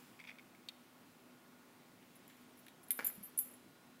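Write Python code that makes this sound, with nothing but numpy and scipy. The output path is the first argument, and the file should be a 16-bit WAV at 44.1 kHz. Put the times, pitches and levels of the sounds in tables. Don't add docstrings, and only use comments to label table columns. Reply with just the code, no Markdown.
import sys
import numpy as np
from scipy import signal
from scipy.fft import rfft, irfft
from scipy.io import wavfile
from scipy.ndimage import uniform_filter1d

SR = 44100
rng = np.random.default_rng(int(sys.argv[2]) if len(sys.argv) > 2 else 0)


def transcribe(u):
    v = np.clip(np.atleast_2d(u).T, -1, 1)
    q = np.round(v * 32767).astype(np.int16)
    wavfile.write(sys.argv[1], SR, q)


N = 176400
T = np.arange(N) / SR
RING_T = T[:SR // 2]


def bell():
    # start in seconds, clack level in dB, ring levels in dB for the four mode groups
    # near 7, 10, 12 and 14 kHz, factor on the ring time.
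    strikes = [(2.155, -60, -84, -62.5, -74, -68, 1), (2.164, -60, -86, -76, -78, -72, 1),
               (2.279, -54, -69.5, -67, -67, -75, 1.1), (2.367, -68, -76, -73, -74, -77, 1),
               (2.412, -68, -82, -74, -79, -72, 1), (2.572, -68, -82, -66, -70, -70, 1.2),
               (2.590, -62, -82, -64, -69, -64, 1.1), (2.665, -55, -87, -70, -78, -75, 0.65),
               (2.683, -63, -87, -65, -78, -77, .6), (2.832, -58, -76, -60, -70, -71, .9),
               (2.839, -60, -79, -64, -71, -82, 0.89), (2.8846, -55, -86, -48, -60, -72, .15),
               (2.9068, -24, -55, -48, -30, -42, 0.29), (2.91, -35, -70, -31, -40, -50, .3),
               (2.9133, -34, -65, -48, -50, -52, 0.28), (2.9167, -29.5, -63, -39, -38, -53, 0.39),
               (2.923, -40, -71, -54, -44, -44, .55), (2.953, -56, -73, -58, -53, -62, 0.67),
               (2.9752, -49, -76, -59, -60, -48, .7), (2.979, -45, -78, -59, -54, -60, 0.4),
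               (3.046, -30.5, -54.5, -46, -34, -41, 0.62), (3.0494, -43, -51, -48, -41, -39, 0.6),
               (3.057, -43, -50, -39, -42, -48, 0.2), (3.0653, -39, -70, -35, -42, -36, .25),
               (3.068, -33, -52, -45, -26, -25, 0.2), (3.0717, -33.5, -65, -34.5, -39, -42, 0.47),
               (3.078, -36, -71, -46, -41, -53, .6), (3.151, -58, -78, -55, -60, -63, 0.91),
               (3.229, -51, -84, -56, -58, -78, .6), (3.235, -43.5, -84, -52, -44.5, -75, .7),
               (3.245, -44.5, -84, -53, -47, -74, 0.82), (3.254, -57, -84, -59, -57, -78, 1),
               (3.3758, -34, -60, -36, -51, -50, .25), (3.3785, -52, -73, -28, -55, -68, 0.69),
               (3.3888, -24, -61, -45, -26, -62, 0.31), (3.3945, -25.5, -57, -44, -43, -46, 1),
               (3.403, -39, -70, -56, -45, -42, 1.7), (3.410, -37, -70, -55, -51, -56, .8),
               (3.525, -56, -72, -68, -68, -69, .7), (3.538, -60, -78, -55, -66, -68, 0.88)]
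    # pitch in Hz, level in dB, t60 in seconds, group (rounded to 0-3).
    shell_modes = [(7170, -0.5, 0.27, 0), (10046, 1.5, 0.079, 1), (9800, -15, 0.057, 1.5),
                   (12360, 3, 0.1, 2), (12800, -8, .06, 2), (13525, -7, 0.1, 3), (14000, -16, 0.066, 3),
                   (14380, 2.5, 0.11, 3), (13600, -10, .03, 3)]
    # frequency in Hz, relative level in dB.
    clack_colour = [(900, -44), (2000, -26), (4000, -29), (6500, -25), (8300, -16.5), (9800, -2),
                    (11200, 1), (11900, -0.5), (12450, 8.5), (13200, -12), (14500, -17), (15000, -24)]
    detune_hz = 15.4
    out = np.zeros(N)
    for start, clack_db, *group_db, sustain in strikes:
        shell = 0
        for hz, db, t60, group in shell_modes:
            pitch = hz + detune_hz * rng.standard_normal()
            shell += amp(db + group_db[round(group)]) * ring(pitch, t60 * sustain, rise_s=0.00093)
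        clack = amp(clack_db) * burst(clack_colour, t60=0.013, crisp=0.37)
        add(out, start, in_room(shell + clack, wet_db=-10))
    return out


def toy():
    # start in seconds, level in dB, t60 in seconds.
    nibbles = [(2.025, -63.5, .04), (2.298, -61.5, 0.09), (2.666, -56.5, .03), (2.683, -50.5, 0.024),
               (2.906, -44.5, 0.053)]
    # start in seconds, level in dB.
    bounces = [(2.9914, -34.5), (2.9957, -36), (3.0067, -42), (3.026, -47.5), (3.058, -57.5), (3.101, -48)]
    # frequency in Hz, relative level in dB.
    nibble_colour = [(800, -52), (1600, 3), (2400, -0.5), (3800, -1.5), (5000, -14.5), (9000, -13.5)]
    knock_colour = [(40, -37), (100, -32), (250, -3), (400, -1.5), (650, -3), (850, -1), (1200, -2),
                    (1500, 0.5), (1720, 1), (1950, -3), (2330, 2.5), (2650, -12.5), (4500, -16.5),
                    (7000, -19.5), (14000, -44)]
    rustle, knocks = np.zeros((2, N))
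    for start, db, t60 in nibbles:
        add(rustle, start, amp(db) * burst(nibble_colour, t60, crisp=0.06))
    for start, db in bounces:
        knock = amp(db) * burst(knock_colour, t60=0.019, crisp=0.44)
        add(knocks, start, in_room(knock, wet_db=-6.5))
    return in_room(rustle, wet_db=-10) + knocks


def creak():
    # start in seconds, level in dB.
    slips = [(.192, -50.5), (.199, -42.5), (.202, -45.5), (.212, -54), (.2155, -53), (.240, -47),
             (.246, -53), (.2505, -48), (.272, -47), (.2755, -41.5), (.280, -45), (.2865, -46), (.290, -43),
             (.295, -44), (.3045, -43.5), (.3145, -49), (.325, -60), (.3855, -46.5), (.3945, -50),
             (.549, -57), (.6045, -66)]
    # pitch in Hz, level in dB, t60 in seconds.
    wood_modes = [(2216, -5, 0.025), (2480, -5, 0.016), (3360, -13, 0.015), (3610, -14, 0.011),
                  (4730, -15, 0.01), (5400, -23, .008), (1490, -12, 0.01)]
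    # frequency in Hz, relative level in dB.
    scrape_colour = [(600, -34), (1400, -17), (1750, -4), (2250, 6.5), (2650, -1.5), (3000, -11),
                     (3500, -1.5), (4300, -26), (5500, -13.5), (7500, -29)]
    return taps(slips, wood_modes, scrape_colour, grit_db=-7, grit_t60=0.029, wet_db=-16)


def click():
    # start in seconds, level in dB.
    snaps = [(.687, -40), (.689, -44)]
    # pitch in Hz, level in dB, t60 in seconds.
    click_modes = [(2940, -16, .02), (3570, 0.5, 0.018), (3610, 7, 0.013), (4322, -2.5, 0.024),
                   (8070, -16, .025), (11900, -14, .01)]
    # frequency in Hz, relative level in dB.
    snap_colour = [(1200, -42), (2600, -7), (3800, 0), (4500, -16), (5300, -21), (8500, -23.5),
                   (14000, -27)]
    return taps(snaps, click_modes, snap_colour, grit_db=-4, grit_t60=0.035, wet_db=-23)


def steps():
    # start in seconds, peak level in dB.
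    footfalls = [(3.177, -51), (3.207, -52.5)]
    thump_hz, t60, rise_s = 197.3, 0.13, 0.0042
    out = np.zeros(N)
    for start, db in footfalls:
        thump = ring(thump_hz, t60, rise_s) / fade(t60, rise_s)
        add(out, start, amp(db) * thump)
    return out


def rubs():
    # start in seconds, length in seconds, fur level in dB, rumble level in dB.
    strokes = [(1.957, 0.63, -73.5, -88), (2.801, 0.91, -73.5, -78.5), (3.025, 0.074, -59.5, -73.5)]
    # frequency in Hz, relative level in dB.
    fur_colour = [(200, -28), (900, -5), (2400, -0.5), (4000, -6.5), (7000, -15), (15000, -26)]
    rumble_colour = [(20, -14), (45, -7), (90, 3), (160, -31), (400, 0), (2000, -55)]
    freqs = np.fft.rfftfreq(N, 1 / SR)
    out = np.zeros(N)
    for start, length, fur_db, rumble_db in strokes:
        t = np.arange(0, length, 1 / SR)
        fur = amp(fur_db) * shaped_noise(amp(read(fur_colour, freqs)))
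        rumble = amp(rumble_db) * shaped_noise(amp(read(rumble_colour, freqs)))
        swell = np.sin(np.pi * t / length)
        add(out, start, swell * (fur + rumble)[:len(t)])
    return out


def air():
    # frequency in Hz, relative level in dB.
    air_colour = [(20, -28.5), (35, -39), (64, -47), (90, -19.5), (140, -11), (185, -10), (245, -7.5),
                  (310, -9), (450, -16), (620, -15.5), (900, -17), (1500, -21), (2100, -21.5), (3800, -27),
                  (6500, -31), (11000, -31.5), (15500, -31.5)]
    level_db, bright_db, settle_s, corner_hz = -63.5, 8.5, 0.11, 3030
    frames, hz = N // 512 + 5, np.fft.rfftfreq(2048, 1 / SR)
    t = np.arange(frames)[:, None] * 512 / SR
    real, imag, patches = rng.standard_normal((3, frames, len(hz)))
    patches = uniform_filter1d(patches, size=8, axis=0)
    drift_db = evened(uniform_filter1d(patches, size=20, axis=1))
    shelf_db = bright_db * np.exp(-t / settle_s) * hz / (hz + corner_hz)
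    spectra = (real + 1j * imag) * amp(read(air_colour, hz) + drift_db + shelf_db)
    noise = signal.istft(spectra.T, nperseg=2048, noverlap=1536)[1][:N]
    return amp(level_db) * evened(noise)


def hum():
    # pitch in Hz, rms level in dB, width of the waver in Hz.
    vent_tones = [(247.6, -70, 4.7), (1093, -82.5, 6.4), (1283, -84.5, 3.8), (1434, -81, 2.3)]
    steady_share = 0.89
    whine_start, whine_hz, whine_db = 3.52, 4000, -80.5
    freqs = np.fft.rfftfreq(N, 1 / SR)
    fade_in = np.clip((T - whine_start) * 20, 0, 1)
    out = amp(whine_db) * np.sin(2 * np.pi * whine_hz * T) * fade_in
    for hz, db, width in vent_tones:
        tone = np.sqrt(2 * steady_share) * np.sin(2 * np.pi * hz * T)
        waver = np.sqrt(1 - steady_share) * shaped_noise(1 / (1 + ((freqs - hz) / width) ** 2))
        out += amp(db) * (tone + waver)
    return out


def in_room(x, wet_db):
    # frequency in Hz, t60 in seconds.
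    decay_times = [(200, 0.87), (1400, 0.32), (4000, 0.67), (10000, 0.37), (15000, 0.22)]
    onset_s = 0.0009
    hz, t, spectra = signal.stft(rng.standard_normal(len(RING_T)), SR, nperseg=256)
    spectra *= fade(read(decay_times, hz)[:, None], t)
    tail = signal.istft(spectra, SR, nperseg=256)[1][:len(RING_T)]
    tail *= np.minimum(RING_T / onset_s, 1)
    return x + amp(wet_db) * signal.fftconvolve(x, tail / np.linalg.norm(tail))[:len(x)]


def taps(events, modes, grit_colour, grit_db, grit_t60, wet_db):
    detune = 0.019
    out = np.zeros(N)
    for start, level_db in events:
        body = sum(amp(db) * ring(hz * (1 + detune * rng.standard_normal()), t60) for hz, db, t60 in modes)
        grit = amp(grit_db) * burst(grit_colour, grit_t60)
        add(out, start, amp(level_db) * in_room(body + grit, wet_db))
    return out


def burst(colour, t60, crisp=0.23):
    size = len(RING_T)
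    gain = evened(amp(read(colour, abs(np.fft.fftfreq(size, 1 / SR)))))
    response = np.exp(np.conj(signal.hilbert(np.log(gain))))
    puff = np.sqrt(1 - crisp) * np.fft.fft(rng.standard_normal(size) * fade(t60))
    spike = np.sqrt(crisp) * np.linalg.norm(fade(t60))
    return np.fft.ifft((spike + puff) * response).real


def ring(hz, t60, rise_s=0.00025):
    return np.sin(2 * np.pi * (hz * RING_T + rng.random())) * fade(t60) * np.minimum(RING_T / rise_s, 1)


def shaped_noise(gain):
    return evened(irfft(rfft(rng.standard_normal(N)) * gain))


def fade(t60, t=RING_T):
    return np.exp(-np.log(1000) * t / t60)


def amp(db):
    return 10 ** (np.asarray(db) / 20)


def evened(x):
    return x / np.sqrt(np.mean(x ** 2) + 1e-20)


def read(points, hz):
    freqs, values = np.transpose(points)
    return np.interp(np.log(hz + 1), np.log(freqs + 1), values)


def add(mix, start, sound):
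    part = mix[round(start * SR):][:len(sound)]
    part += sound[:len(part)]


def scene():
    return (creak() + click() + bell() + toy() + steps() + rubs() + air() + hum())[None]


def record(dry):
    cutoff_hz = 15820
    lowpass = signal.firwin(1023, cutoff_hz, window=("kaiser", 9), fs=SR)
    return signal.oaconvolve(dry, lowpass[None], "same")


dry = scene()
out = record(dry)
transcribe(out)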